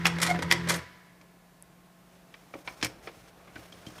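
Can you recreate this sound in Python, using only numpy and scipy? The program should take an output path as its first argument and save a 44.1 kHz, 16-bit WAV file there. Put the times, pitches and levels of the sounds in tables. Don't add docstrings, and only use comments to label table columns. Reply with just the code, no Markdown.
import sys
import numpy as np
from scipy import signal
from scipy.fft import rfft, irfft
from scipy.io import wavfile
from scipy.ndimage import uniform_filter1d

SR = 44100
rng = np.random.default_rng(int(sys.argv[2]) if len(sys.argv) > 2 else 0)


def pcm_store(signal):
    levels = np.round(np.clip(np.atleast_2d(signal), -1, 1) * 32767)
    wavfile.write(sys.argv[1], SR, levels.astype(np.int16).T)


N = 176400
T = np.arange(N) / SR
HIT_T = T[:16384]

# pitch in Hz, fade time (t60, the time to drop 60 dB) in seconds.
ROOM_T60 = [(120, 0.517), (500, 0.31), (2000, 0.3), (6000, 0.31), (14000, .2)]
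# pitch in Hz, level in dB.
ROOM_COLOUR = [(100, -6), (500, 14), (2000, -0.5), (6000, -0.5), (14000, -5.5)]
# pitch in Hz, level in dB.
FAN_COLOUR = [(20, -31.5), (55, -6), (90, -22.5), (135, -4), (230, -14), (320, -10.5), (420, -16),
              (660, -14), (1100, -18.5), (2000, -22), (3300, -27.5), (6700, -31), (10000, -32),
              (14700, -32.5), (16000, -48)]
# pitch in Hz, level in dB.
FAN_TONES = [(177.6, -63.5), (665, -72.5), (1065, -76.5)]
# pitch in Hz, level in dB, fade time after the stop in seconds.
MOTOR_TONES = [(84, -50.5, 0.4), (128.6, -45.5, 0.44), (170, -34.5, 0.078), (246, -57, .2),
               (342.5, -46, 0.12), (426, -54, .2), (510, -56, 0.43)]
# time in seconds, change of level in dB.
MOTOR_LOAD = [(0, -3.5), (.21, -2.5), (.33, 0.5), (.44, -2), (.54, -2), (.63, 0.5), (.77, -2)]
# pitch in Hz, level in dB.
GEAR_COLOUR = [(24, -37), (40, -12), (118, -6.5), (180, -13.5), (226, -15), (283, -10.5), (600, -19.5),
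               (1210, -13.5), (1340, -12.5), (2000, -8), (2320, -18), (5050, -27.5), (7540, -39.5),
               (14100, -47.5), (16000, -73.5)]
# pitch in Hz, level in dB, fade time in seconds.
FRAME_MODES = [(994, -52, 1.1), (1714, -62.5, 3.6), (1850, -63.5, 0.9), (2210, -58.5, 1.5)]
# multiple of the lowest pitch, level in dB.
SQUEAK_TONES = [(1, -23.5), (2, -37), (3, -28), (5, -50)]
# start in seconds, length in seconds, level in dB,
# tilt in dB per octave (higher is brighter), level of the plastic's singing in dB.
RUBS = [(2.05, 0.24, -65, 2, -10), (2.243, 0.38, -61, 2, -9), (2.525, 0.11, -58.5, 3.5, -7),
        (2.644, 0.11, -50.5, 2, -1), (2.751, 0.18, -51.5, 2, -5), (2.88, 0.18, -56, -0.5, -8),
        (3.024, 0.066, -53, 2.1, -4), (3.074, 0.18, -57.5, 2.5, -10), (3.234, 0.077, -56, 1.5, -7),
        (3.29, 0.36, -57.5, 0.5, -20), (3.527, 0.17, -53, 2, -13), (3.656, 0.28, -55, 1.5, -5),
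        (3.866, 0.48, -49.5, 1.5, -3)]
# pitch in Hz, level in dB.
RUB_COLOUR = [(24, -34), (40, 4), (220, -2), (663, 0), (942, -6), (1440, -6.5), (1760, -10), (2320, -11.5),
              (6330, -23.5), (14500, -31.5), (16000, -27)]
# pitch in Hz, width in Hz, level in dB.
RUB_RESONANCES = [(5500, 310, 4), (6300, 400, 2), (8600, 350, -1), (9450, 300, -2), (10700, 400, -8)]
# start in seconds, pitch in Hz, level in dB, fade time in seconds.
CATCH = [(2.827, 5470, -44, .32)]
# start in seconds, pitch in Hz, level in dB, fade time in seconds.
PINGS = [(2.675, 2290, -33, 0.068), (3.557, 1540, -37, 0.061), (3.725, 3210, -41, 0.035),
         (3.867, 3190, -43, 0.067), (3.985, 3190, -48, 0.14)]
# pitch in Hz, level in dB, fade time in seconds.
DOOR_MODES = [(73.4, -7, 0.2), (119.2, -5.5, 0.18), (176, -3.5, 0.072), (226, -5.5, 0.076),
              (307.5, 1.5, 0.064), (405, -14, 0.044), (472, -11.5, 0.11), (534, -7.5, 0.053),
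              (727, -11, 0.063)]
# start in seconds, level in dB, fade time in seconds, tilt in dB per
# octave, treble limit in Hz, tray ring in dB, door thump in dB, centre of the thump in Hz.
KNOCKS = [(1.2124, -53, 0.044, 1.5, 8000, -17, -58, 150), (2.34, -43, 0.065, 1.5, 4200, -8, -70, 400),
          (2.5385, -32.5, 0.045, -5, 5170, -27.5, -46, 500), (2.553, -36, 0.05, -11, 2950, -15, -48, 350),
          (2.6755, -29, 0.056, -1, 4000, -6.5, -51, 750), (2.813, -40.5, 0.082, 4.5, 6000, -14, -65, 200),
          (2.827, -24, 0.097, 1.5, 9700, -4.5, -32, 302), (2.8462, -24, 0.041, 4, 15000, -23, -35.5, 120),
          (2.857, -33, 0.054, 2, 15000, -14, -61, 300), (2.867, -34, 0.024, 4, 12000, -18, -63, 300),
          (3.073, -36.5, 0.091, -2, 4970, -6.5, -47, 395), (3.168, -62, .05, 7, 9000, -16, -52, 75),
          (3.476, -49.5, 0.11, -0.5, 2980, -16, -57, 400), (3.557, -42, 0.074, 1.5, 3970, -16, -45, 250),
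          (3.583, -57, .05, -20, 4000, -12, -48, 80), (3.722, -49, 0.066, 2.5, 10000, -15, -59, 300),
          (3.865, -48.5, 0.09, 5.5, 11100, -21, -41, 178), (3.884, -50, 0.046, 8, 9000, -14, -46, 200)]
# pitch in Hz, level in dB.
KNOCK_COLOUR = [(88, -32.5), (150, -29), (348, -5), (1790, -7), (2360, -1.5), (2700, -11.5), (3290, -13),
                (4950, -13), (5460, -12.5), (7620, -21), (10800, -25.5), (14800, -28), (16000, -64)]
# pitch in Hz, level in dB, fade time in seconds.
HOUSING_MODES = [(872, -1.5, .17), (957, -4, 0.067), (1180, -11.5, .18), (1287, 0, .18), (1564, -10.5, .12),
                 (1960, -4, 0.059), (2060, -3.5, .13), (2680, -9, .16), (3108, 2.5, .15), (3385, -6, .13),
                 (4050, -8.5, .06), (5550, -2.5, .06)]
# pitch in Hz, level in dB, fade time in seconds.
TRAY_MODES = [(1170, -33, .03), (1537, -24.5, 0.01), (1987, -1, 0.026), (2352, -8.5, 0.025),
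              (2650, -4, 0.026), (3104, -3, .035), (3380, -0.5, 0.0294), (5170, -4, 0.034)]
# start in seconds, level in dB.
SLAPS = [(0.0549, -10.5), (0.5124, -8)]
# pitch in Hz, level in dB.
SLAP_COLOUR = [(120, -47.5), (200, -22.5), (1320, -7.5), (1840, 2.5), (2650, 0), (3830, -18), (5230, -8),
               (6050, -15), (8900, -28.5), (14100, -26), (16000, -35)]
# start in seconds, level in dB, # rise time in seconds, fade time in seconds, tilt in dB per octave.
RATTLES = [(.044, -30, 0.0085, .04, -3), (0.0643, -19, 0.003, 0.052, 0.5),
           (0.1846, -30, 0.00078, 0.041, -2), (0.2002, -31, 0.0012, 0.051, -1),
           (0.2161, -23, 0.00072, 0.067, 4), (0.223, -21, 0.0073, 0.066, 2),
           (0.233, -24, 0.0011, 0.06, 2.5), (0.247, -30, 0.0045, 0.13, 0),
           (.262, -27.5, 0.0045, 0.092, 0.3), (0.2732, -27.5, .0005, 0.035, 0),
           (.283, -32.5, 0.02, 0.12, 0.5), (0.3457, -32, .002, 0.042, -6),
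           (0.39, -27.5, 0.00063, .04, -4.5), (.4228, -26.5, 0.00063, 0.046, -1),
           (.427, -28.5, 0.0017, 0.031, -2), (.5, -30, 0.012, 0.044, -1), (0.5223, -17, .001, 0.042, 1.5),
           (0.672, -29.5, 0.0008, 0.097, -4.5), (0.6867, -24.5, 0.00099, 0.067, 3),
           (.692, -21.5, .003, 0.079, 3), (0.703, -21.5, 0.00059, 0.067, -1),
           (.716, -31.5, 0.0021, 0.12, 2.5), (.737, -29.5, 0.005, 0.097, 1),
           (0.759, -39, 0.0009, 0.089, 10)]
# pitch in Hz, level in dB.
RATTLE_COLOUR = [(120, -29.5), (200, -10.5), (236, -9.5), (473, -8.5), (791, -10), (933, -8.5),
                 (1870, -4.5), (2380, -4.5), (2650, -16), (3190, -10), (8740, -17), (14300, -30.5),
                 (16000, -48)]


def amp(db):
    return 10 ** (np.asarray(db) / 20)


def unit(x):
    return x / np.sqrt(np.mean(x ** 2) + 1e-20)


def read(points, hz):
    pitches, values = np.transpose(points)
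    return np.interp(np.log(hz + 1), np.log(pitches + 1), values)


def add(mix, start, sound):
    part = mix[max(round(start * SR), 0):][:len(sound)]
    part += sound[:len(part)]


def fade(t, t60):
    return np.exp(-np.log(1000) * np.maximum(t, 0) / np.maximum(t60, 1e-4))


def colour(x, points, tilt_db=0):
    hz = abs(np.fft.fftfreq(4096, 1 / SR))
    log_gain = np.log(amp(read(points, hz) + tilt_db * np.log2(np.clip(hz, 300, 12000))))
    taps = np.fft.ifft(np.exp(np.conj(signal.hilbert(log_gain)))).real
    return signal.fftconvolve(x, taps / np.linalg.norm(taps))[:len(x)]


def resonate(x, hz, width_hz):
    return signal.lfilter(*signal.iirpeak(hz, hz / width_hz, fs=SR), x)


def wander(rate_hz):
    hz = np.fft.rfftfreq(N, 1 / SR)
    return unit(irfft(rfft(rng.standard_normal(N)) * np.exp(-(hz / rate_hz) ** 2), N))


def burst(rise, t60, grain_db=0):
    sign = rng.choice([-1., 1.], len(HIT_T))
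    size = rng.standard_normal(len(HIT_T))
    clumps = unit(uniform_filter1d(size, size=12)) + unit(uniform_filter1d(size[::-1], size=50))
    contacts = unit(sign * amp(grain_db * np.clip(clumps, -3, 2.5)))
    return contacts * np.minimum(HIT_T / rise, 1) * fade(HIT_T - rise, t60)


def hum(tones, drift, waver_db, rate_hz):
    clock = np.cumsum(1 + drift * wander(rate_hz)) / SR
    return sum(amp(db + waver_db * wander(rate_hz)) * np.sqrt(2)
               * np.sin(2 * np.pi * (hz * clock + rng.random())) for hz, db in tones)


def note(hz, db, t60):
    return amp(db) * fade(HIT_T, t60) * np.sin(2 * np.pi * hz * HIT_T)


def room(x):
    hz, t, bands = signal.stft(rng.standard_normal(SR), SR, nperseg=256)
    bands = bands * fade(t, read(ROOM_T60, hz)[:, None]) * amp(read(ROOM_COLOUR, hz))[:, None]
    tail = signal.istft(bands, SR, nperseg=256)[1][:SR] * np.minimum(T[:SR] / 0.018, 1)
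    return signal.fftconvolve(x, tail / np.linalg.norm(tail))[:N] * amp(-6)


def fan():
    air = amp(-60) * colour(rng.standard_normal(N), FAN_COLOUR)
    return air + hum(FAN_TONES, drift=.003, waver_db=1.2, rate_hz=3.06)


def drive():
    since_stop = T - 0.78
    teeth = 1 + 0.12 * np.sin(2 * np.pi * MOTOR_TONES[2][0] * T)
    whirr = colour(rng.standard_normal(N) * teeth * amp(4.2 * wander(60)), GEAR_COLOUR)
    gears = amp(-45) * fade(since_stop, t60=0.17) * whirr
    lowest, *upper = [hum([(hz, db)], drift=.005, waver_db=2.65, rate_hz=11.3) * fade(since_stop, t60)
                      for hz, db, t60 in MOTOR_TONES]
    drone = amp(12 * np.exp(-((T - 0.454) / 0.03) ** 2))
    load = amp(np.interp(T, *np.transpose(MOTOR_LOAD)))
    motor = lowest * drone + sum(upper) * load
    frame = sum(amp(db) * fade(since_stop, t60) * np.sin(2 * np.pi * hz * T)
                for hz, db, t60 in FRAME_MODES)
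    coast = amp(-47) * fade(since_stop, t60=1.04) * colour(rng.standard_normal(N), GEAR_COLOUR, tilt_db=2)
    return motor + frame + coast + gears


def tick():
    out = np.zeros(N)
    rise, hz = .0002, 9620
    shape = np.minimum(HIT_T / rise, 1) * fade(HIT_T - rise, t60=0.00098)
    add(out, start=1.6248, sound=amp(-28.5) * shape * np.sin(2 * np.pi * hz * HIT_T))
    return out


def squeak():
    pitch_hz, jitter, rough_db = 722, .01, 1.9
    cycles = np.cumsum(pitch_hz * (1 + jitter * wander(250))) / SR
    swell = np.interp(T, [0.282, 0.314, .328], [0, 1, 0]) * amp(rough_db * wander(210))
    return swell * np.sqrt(2) * sum(amp(db) * np.sin(2 * np.pi * k * cycles) for k, db in SQUEAK_TONES)


def fingers():
    out = np.zeros(N)
    grip = amp(1.5 * wander(70))
    for start, length, db, tilt_db, sing_db in RUBS:
        stroke = np.sqrt(abs(np.sin(np.pi * np.clip((T - start) / length, 0, 1))))
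        hiss = colour(rng.standard_normal(N) * grip, RUB_COLOUR, tilt_db)
        sing = sum(amp(peak_db) * resonate(hiss, hz, width) for hz, width, peak_db in RUB_RESONANCES)
        out += amp(db) * stroke * (hiss + amp(sing_db) * sing)
    return out


def catch():
    out = np.zeros(N)
    for start, hz, db, t60 in CATCH:
        add(out, start, note(hz, db, t60))
    return out


def pings():
    out = np.zeros(N)
    for start, hz, db, t60 in PINGS:
        ring = unit(resonate(rng.standard_normal(len(HIT_T)), hz, width_hz=53))
        add(out, start, amp(db - 1) * fade(HIT_T, t60) * ring)
    return out


def door_thump(centre_hz):
    rise, drop_db_per_octave = 0.0049, 5.5
    ring = sum((-1) ** k * note(hz, db - drop_db_per_octave * abs(np.log2(hz / centre_hz)), t60)
               for k, (hz, db, t60) in enumerate(DOOR_MODES))
    return amp(5.5) * np.minimum(HIT_T / rise, 1) * ring


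def tray_ring(tilt_db=0):
    return sum((-1) ** k * note(hz, db + tilt_db * np.log2(hz / 2000), t60)
               for k, (hz, db, t60) in enumerate(TRAY_MODES))


def knocks():
    out = np.zeros(N)
    for start, db, t60, tilt_db, limit_hz, ring_db, thump_db, thump_hz in KNOCKS:
        contact = colour(burst(0.00023, t60, grain_db=0.34), KNOCK_COLOUR, tilt_db)
        knock = contact + amp(ring_db) * tray_ring(tilt_db)
        soften = signal.butter(3, limit_hz, fs=SR, output="sos")
        add(out, start, amp(db) * signal.sosfilt(soften, knock))
        add(out, start, amp(thump_db) * door_thump(thump_hz))
    return out


def housing(clacks):
    return amp(2.5) * sum(amp(db) * resonate(clacks, hz, width_hz=np.log(1000) / np.pi / t60)
                          for hz, db, t60 in HOUSING_MODES)


def tray():
    out = np.zeros(N)
    for start, db in SLAPS:
        contact = colour(burst(rise=.0004, t60=0.032), SLAP_COLOUR)
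        add(out, start, amp(db) * (amp(-2) * contact + amp(-11.5) * tray_ring()))
    for start, db, rise, t60, tilt_db in RATTLES:
        add(out, start, amp(db) * colour(burst(rise, t60, grain_db=2), RATTLE_COLOUR, tilt_db))
    return out


def scene():
    clacks, roller = tray(), squeak()
    clacks = clacks + housing(clacks)
    hand = knocks() + pings() + catch() + fingers()
    background = fan()
    echo = room(amp(-8) * clacks + amp(-14) * roller + amp(-15) * hand)
    return (clacks + roller + hand + tick() + drive() + background + echo)[None]


def record(dry):
    taps = signal.firwin(255, 15500, window=("kaiser", 8), fs=SR)
    return signal.oaconvolve(dry, taps[None], "same")


dry = scene()
out = record(dry)
pcm_store(out)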